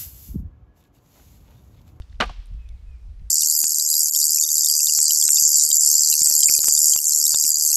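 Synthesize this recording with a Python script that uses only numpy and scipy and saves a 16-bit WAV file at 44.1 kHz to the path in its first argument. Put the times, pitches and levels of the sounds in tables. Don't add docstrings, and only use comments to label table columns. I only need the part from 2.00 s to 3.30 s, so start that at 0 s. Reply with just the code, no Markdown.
import sys
import numpy as np
from scipy import signal
from scipy.fft import rfft, irfft
from scipy.io import wavfile
from scipy.ndimage import uniform_filter1d

SR = 44100
rng = np.random.default_rng(int(sys.argv[2]) if len(sys.argv) > 2 else 0)


def invert_db(level):
    return 10 ** (np.asarray(level, dtype=float) / 20)


def unload_audio(sound):
    columns = np.transpose(np.atleast_2d(sound))
    steps = np.round(np.clip(columns, -1, 1) * 32767)
    wavfile.write(sys.argv[1], SR, steps.astype(np.int16))


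N = 57330

# start in seconds, level in dB, length of the push in ms.
CRACKS = [(.2022, -14.5, 0.29), (0.2044, -14.5, .3), (0.2061, -10.5, 0.41), (.2087, -14.5, .25),
          (.2110, -19, 0.23), (.2160, -18.5, .3), (0.219, -17, .5), (.2240, -13, 0.69),
          (0.2282, -17.5, .48), (.2320, -19.5, .47), (0.2374, -26.5, 0.13), (0.2377, -22, .3),
          (0.241, -21.5, .32), (0.251, -28, 0.69), (.2540, -29, 0.606)]
BLOW_S = CRACKS[0][0]
# frequency in Hz, level in dB, 60 dB decay time in seconds.
WOOD_MODES = [(204, -2.5, 0.14), (254, -3, 0.047), (485, -6.5, 0.017), (616.8, -1.5, 0.081),
              (718.7, 2, .055), (998, -5.5, 0.095), (1122, -0.5, 0.029), (1246, -1, 0.013),
              (1437, -2, 0.024), (1503, 0, 0.062), (1596, 2.5, .05), (2102, -2, 0.073), (2530, -3.5, 0.052),
              (2927, -7.5, 0.031)]
# start in seconds, level in dB, pitch in Hz, 60 dB decay time in seconds.
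FIBRE_SPLITS = [(0.202, -17.5, 4270, 0.0074), (0.2025, -14.5, 1620, 0.0035), (.2027, -14.5, 1020, .009),
                (0.2024, -19.5, 2680, 0.0097), (0.2035, -15, 3700, .009), (0.2042, -10.5, 1420, .01),
                (.2040, -26, 5600, .008), (0.206, -15.5, 2122, .009), (.2040, -16.5, 661.7, .02),
                (.2080, -19, 2680, .009), (0.2092, -11.5, 4015, .009), (0.2091, -7.5, 1234, .01),
                (0.209, -7.5, 2902, .014), (.2089, -31, 9000, .006), (.2091, -36, 12500, .005),
                (.2086, -24.5, 6200, .008), (.2100, -19, 202, .06), (.2105, -24.5, 6700, .008),
                (0.2108, -12.5, 1805, .009), (0.2101, -19.5, 5300, .009), (.2120, -15, 2200, .009),
                (0.2127, -17, 2907, .012), (0.2126, -19.5, 3987, .016), (0.2155, -19, 2290, .016),
                (0.2153, -20, 4505, .009), (0.2156, -11, 1110, .009), (0.2166, -16.5, 3240, .009),
                (0.2189, -20, 1116, 0.0082), (0.2189, -25, 2480, .016), (0.2204, -18.5, 495.4, 0.015),
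                (0.221, -19.5, 954, .009), (0.2222, -14, 1662, .009), (.2230, -15, 2382, .012),
                (.2239, -20, 750, 0.035), (0.2244, -20, 1180, 0.033), (0.2246, -15, 1471, 0.014),
                (.2250, -21, 3276, 0.0055), (0.2287, -20, 485.4, .028), (.2301, -23, 1662, .028),
                (.2318, -27.5, 740, .028), (.2324, -28.5, 2037, .028), (.2372, -32.5, 4180, .012),
                (.2383, -27, 1596, .028), (0.2399, -28.5, 2490, 0.025), (0.2388, -22.5, 1192, 0.036),
                (0.24, -32.5, 3000, .014), (.2500, -31.5, 800, .02), (0.254, -37, 1190, .016)]
# frequency in Hz, level in dB.
TEAR_SPECTRUM = [(120, -37.5), (200, -6), (899, -7.5), (1160, 1), (1980, -9.5), (2910, -6.5), (14900, -50),
                 (16000, -50.5)]
WOOD_DB, STUMP_CUT_HZ = -21, 170
SPIT_DB, SPIT_T60_S, SPIT_CUT_HZ = -27.5, 0.01, 4900
TEAR_PER_S, TEAR_DB, TEAR_SPREAD_DB, TEAR_HOLD_S, TEAR_T60_S = 3000, -25, 2.5, 0.026, 0.076

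# frequency in Hz, level in dB.
TRUNK_SPECTRUM = [(120, -36), (200, 6), (273, -8.5), (1140, -5.5), (1900, -10), (3000, -6), (5400, -14.5),
                  (15000, -46.5)]
# start in seconds, level in dB, 60 dB decay time in seconds.
LATER_RETURNS = [
    (.2560, -55, .12),
    (0.2925, -44.5, 0.049),
    (.3080, -57, 0.05),
    (0.359, -67.5, 0.095),
]
ECHO_DB, ECHO_FLUTTER_DB = -39, 1.2
ECHO_T60_LOW_S, ECHO_T60_MID_S, ECHO_T60_HIGH_S = 0.38, 0.48, 0.25
LATE_DB, LATE_T60_S = -61, 2.5

# start in seconds, level in dB, pitch in Hz, 60 dB decay time in seconds.
KNOCKS = [
    (.2946, -29.5, 1096, 0.027),
    (0.24, -33, 2010, 0.016),
    (.2985, -29, 760, 0.023),
    (.2975, -43, 587, 0.033),
    (0.22, -43.5, 1020, .015),
    (.3110, -39, 740, 0.016),
]
# start in seconds, level in dB, pitch in Hz, 60 dB decay time in seconds.
TWIG_TICKS = [(.0200, -47.5, 3620, 0.02), (0.0201, -52.5, 1750, 0.018), (.0970, -57.5, 3670, 0.02),
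              (0.1251, -60, 3730, 0.029), (.1280, -54, 1930, 0.014), (.1450, -56.5, 3000, 0.011),
              (.1550, -58, 3570, 0.014), (0.258, -54.5, 9520, 0.026), (0.276, -42, 4400, 0.016),
              (0.2965, -45, 5100, 0.012), (0.32, -61, 9800, 0.0056), (0.458, -49.5, 8700, 0.0055),
              (0.4592, -53, 3800, 0.014), (0.469, -54.5, 9860, 0.0083), (0.539, -61, 5560, 0.017),
              (.6890, -49, 3540, 0.014), (0.6901, -49.5, 6030, 0.0088), (0.6892, -57, 9800, 0.01),
              (.7770, -59, 3780, 0.0073), (0.911, -61, 1235, 0.021), (1.196, -61.5, 2080, 0.023),
              (1.195, -58.5, 4110, 0.015), (0.912, -66, 3125, 0.012)]
TICK_HISS_DB, TICK_BAND_RATIO = -3, 1.4

# start in seconds, length in seconds, starting pitch in Hz.
WHISTLES = [
    (.582, .15, 2580),
    (.858, .14, 2560),
]
# time in seconds, level in dB.
BIRD_EFFORT = [(.578, -77), (.59, -69), (.62, -66), (.642, -65.5), (.65, -84), (.66, -60), (.672, -77),
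               (.685, -71.5), (.72, -68), (.735, -92), (.855, -88), (.87, -74), (.9, -68), (.909, -78),
               (.92, -67), (.945, -68.5), (.975, -75), (1.0, -78)]
SAG_HZ, SAG_POWER = 490, 2.4
BIRD_ECHO_DB, BIRD_T60_S = -5.5, 0.5

# frequency in Hz, level in dB.
LEAF_SPECTRUM = [(88, -27.5), (150, -2.5), (391, -19.5), (475, -16.5), (790, -22), (2450, -26.5),
                 (5050, -30), (12000, -41), (16000, -41)]
# time in seconds, level in dB.
RUSTLE = [
    (0, -64.5),
    (.03, -66),
    (.076, -73),
    (0.128, -66.5),
    (.195, -82),
]
LEAVES_DB, FLICKER_DB = -63.5, 1.2
RUSTLE_DB, GRAIN_DB = -2.5, 2.5

# frequency in Hz, level in dB.
WIND_SPECTRUM = [(8.8, -27), (15, -4), (38, 0.5), (61, -3), (77, -1.5), (119, -22), (300, -46.5),
                 (390, -74), (660, -120)]
# time in seconds, level in dB, pitch of the eddies in Hz,
# level in dB of the broad flow beside them.
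GUSTS = [(0, -26, 49.8, -1.5), (.068, -54.5, 58.4, -1), (.1, -40.5, 58.3, 2.5), (.22, -35, 59.6, 2),
         (.285, -29.5, 37.89, -2), (.345, -43, 42.12, -8.5), (.398, -27, 41.15, -16),
         (.444, -43.5, 40.34, -8.5), (.5, -33, 37.03, -3), (.575, -29.5, 47.76, -6),
         (.635, -40, 61.82, -1.5), (.71, -31.5, 55.5, -4.5), (.8, -42, 65.53, 1), (.945, -32, 64.85, -4),
         (.975, -44.5, 60.45, -1.5), (1.08, -33.5, 47.01, -0.5), (1.15, -38, 41.85, -2.5),
         (1.27, -35.5, 56.1, -1)]
# start in seconds, level in dB, length in ms.
BUFFETS = [
    (.305, -31, 7.9),
    (0.514, -31.5, 7.4),
    (.546, -32.5, 6.9),
    (.587, -38.5, 8),
    (1.046, -37.5, 8.2),
    (1.086, -31.5, 11.3),
    (1.196, -36, 8.5),
    (1.217, -29.5, 8),
]
EDDY_WIDTH_HZ, EDDY_DB, EDDY_WANDER_RAD = 10, 2, 0.81
LULL_S, ONSET_DIP, ONSET_S = 0.013, 0.68, 0.006

# start in seconds, end in seconds.
TOP_OPEN = [
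    (0, .09),
    (.125, .15),
    (.2, .535),
    (.575, .66),
    (.686, .696),
    (.74, .75),
    (.762, .83),
    (.975, 1.022),
    (1.19, 1.2),
    (1.21, 1.255),
]
TOP_HZ, GATE_HZ, GATE_DB = 15350, 12900, -24


def unit(x):
    return x / np.sqrt(np.mean(x ** 2) + 1e-30)


def colour(x, table):
    hz, db = np.array(table, float).T
    f = np.arange(N // 2 + 1) * SR / N + 1
    log_gain = np.interp(np.log(f), np.log(hz), db) * np.log(10) / 20
    cepstrum = irfft(log_gain, N)
    cepstrum[1:N // 2] *= 2
    cepstrum[N // 2 + 1:] = 0
    return irfft(rfft(x, N) * np.exp(rfft(cepstrum)), N)


def ring(force, modes):
    out = 0
    for hz, db, t60 in modes:
        pole = np.exp(2j * np.pi * hz / SR - np.log(1000) / (max(t60, 0.002) * SR))
        out = out + invert_db(db) * signal.lfilter([1], [1, -pole], force).imag
    return out


def push(start, db, ms):
    u = (np.arange(N) / SR - start) / (max(ms, 0.05) / 1000)
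    bump = np.where((u > 0) & (u < 1), np.sin(np.pi * u) ** 2, 0)
    return invert_db(db) * bump / (bump.sum() + 1e-9)


def fade(start, t60, rise=0.0005):
    u = np.maximum(np.arange(N) / SR - start, 0)
    return (1 - np.exp(-u / rise)) * invert_db(-60 * u / t60)


def walk(rate):
    k = int(SR / rate)
    steps = np.repeat(rng.standard_normal(N // k + 1), k)
    smooth = uniform_filter1d(uniform_filter1d(steps, k), k)
    return unit(smooth[:N])


def struck(hits):
    return sum(ring(push(s, db, 0.11), [(hz, 0, t60)]) for s, db, hz, t60 in hits)


def branch_and_stump():
    force = sum((-1) ** k * push(s, db, ms) for k, (s, db, ms) in enumerate(CRACKS))
    return invert_db(WOOD_DB) * ring(force, WOOD_MODES)


def crack_spit():
    noise = unit(signal.lfilter(*signal.butter(2, SPIT_CUT_HZ, fs=SR), rng.standard_normal(N)))
    bursts = sum(invert_db(db + SPIT_DB) / ms * fade(s, SPIT_T60_S, 0.0001) for s, db, ms in CRACKS)
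    return noise * bursts


def tearing_fibres():
    happens = rng.random(N) < TEAR_PER_S / SR
    snaps = happens * rng.standard_normal(N) * invert_db(TEAR_SPREAD_DB * rng.exponential(size=N))
    t = np.arange(N) / SR
    envelope = (t > BLOW_S) * invert_db(-60 * np.maximum(t - BLOW_S - TEAR_HOLD_S, 0) / TEAR_T60_S)
    return invert_db(TEAR_DB) * envelope * unit(colour(snaps, TEAR_SPECTRUM))


def blow():
    chop = branch_and_stump() + struck(FIBRE_SPLITS) + crack_spit() + tearing_fibres()
    return signal.lfilter(*signal.butter(2, STUMP_CUT_HZ, "high", fs=SR), chop)


def echo():
    noise = unit(colour(rng.standard_normal(N), TRUNK_SPECTRUM))
    low = signal.sosfilt(signal.butter(2, 1800, fs=SR, output="sos"), noise)
    high = signal.sosfilt(signal.butter(2, 6000, "high", fs=SR, output="sos"), noise)
    mid = noise - low - high
    bands = ((low, ECHO_T60_LOW_S), (mid, ECHO_T60_MID_S), (high, ECHO_T60_HIGH_S))
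    tail = sum(band * fade(BLOW_S, t60, 0.0022) for band, t60 in bands)
    returns = (noise - low) * sum(invert_db(db) * fade(s, t60, 0.002) for s, db, t60 in LATER_RETURNS)
    slopes = invert_db(LATE_DB) * noise * fade(BLOW_S, LATE_T60_S, 0.022)
    return invert_db(ECHO_DB + ECHO_FLUTTER_DB * walk(90)) * tail + returns + slopes


def rebound():
    return struck(KNOCKS)


def twigs():
    out = 0
    for s, db, hz, t60 in TWIG_TICKS:
        edges = [hz / TICK_BAND_RATIO, min(hz * TICK_BAND_RATIO, 0.45 * SR)]
        band = signal.butter(3, edges, "band", fs=SR, output="sos")
        spit = unit(signal.sosfilt(band, rng.standard_normal(N))) * fade(s, t60, 0.00035)
        tone = ring(push(s, db, 0.053), [(hz, 0, t60)])
        out = out + tone + invert_db(db + TICK_HISS_DB) * spit
    return out


def bird():
    song, t = 0, np.arange(N) / SR
    for s, length, hz in WHISTLES:
        u = np.clip((t - s) / length, 0, 1)
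        pitch = hz - SAG_HZ * u ** SAG_POWER
        song = song + (u > 0) * (u < 1) * np.sin(2 * np.pi * np.cumsum(pitch) / SR)
    effort_db = np.interp(t, *np.array(BIRD_EFFORT).T)
    song = song * invert_db(effort_db + 2 + 1.3 * walk(89.2))
    trees = rng.standard_normal(N) * fade(0.015, BIRD_T60_S, 0.02)
    trees = trees / np.sqrt(np.sum(trees ** 2))
    return song + invert_db(BIRD_ECHO_DB) * signal.fftconvolve(song, trees)[:N]


def leaves():
    air = unit(colour(rng.standard_normal(N), LEAF_SPECTRUM))
    hiss, swell = 0, walk(1.3)
    edges = np.append(100 * 2 ** np.arange(0, 7.6, 0.5), 0.49 * SR)
    for lo, hi in zip(edges[:-1], edges[1:]):
        band = signal.sosfiltfilt(signal.butter(2, [lo, hi], "band", fs=SR, output="sos"), air)
        hiss = hiss + invert_db(0.35 * swell + FLICKER_DB * walk(19)) * band
    return invert_db(LEAVES_DB) * unit(hiss)


def rustle():
    grains = rng.standard_normal(N) * invert_db(GRAIN_DB * rng.exponential(size=N))
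    brush = unit(signal.sosfilt(signal.butter(2, [2300, 6500], "band", fs=SR, output="sos"), grains))
    t = np.arange(N) / SR
    return invert_db(np.interp(t, *np.array(RUSTLE).T) + RUSTLE_DB) * brush * (t < BLOW_S)


def wind():
    s, db, eddy_hz, broad_db = np.array(GUSTS).T
    t = np.arange(N) / SR
    phase = 2 * np.pi * np.cumsum(np.interp(t, s, eddy_hz)) / SR
    eddies = np.cos(phase + EDDY_WANDER_RAD * walk(EDDY_WIDTH_HZ)) * invert_db(2 * walk(EDDY_WIDTH_HZ))
    broad = unit(colour(rng.standard_normal(N), WIND_SPECTRUM)) * invert_db(np.interp(t, s, broad_db))
    flow = broad + invert_db(EDDY_DB) * eddies
    flow = flow / (0.3 + np.sqrt(uniform_filter1d(flow ** 2, size=3000)))
    dips = sum(push(at, d, ms) * ms * SR / 2000 for at, d, ms in BUFFETS)
    closing = np.sin(np.pi / 2 * np.clip((t[-1] - t) / LULL_S, 0, 1)) ** 2
    opening = 1 - ONSET_DIP * np.exp(-(t / ONSET_S) ** 2)
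    return unit(flow) * invert_db(np.interp(t, s, db)) * closing * opening - dips


def scene():
    chopping = blow() + echo() + rebound()
    woods = twigs() + bird() + leaves() + rustle() + wind()
    return (chopping + woods)[None]


def roll_off(x):
    return signal.sosfilt(signal.butter(12, 16290, fs=SR, output="sos"), x)


def record(dry):
    soft = np.tanh(dry / 0.91) * 0.85
    cut = signal.sosfilt(signal.ellip(8, 0.2, 70, TOP_HZ, fs=SR, output="sos"), soft)
    top = signal.sosfiltfilt(signal.ellip(6, 0.1, 40, GATE_HZ, "high", fs=SR, output="sos"), cut)
    t = np.arange(N) / SR
    is_open = sum(1.0 * ((t >= a) & (t < b)) for a, b in TOP_OPEN)
    shut = 1 - uniform_filter1d(is_open, size=200)
    return roll_off(cut - (1 - invert_db(GATE_DB)) * shut * top)


dry = scene()
out = record(dry)
unload_audio(out)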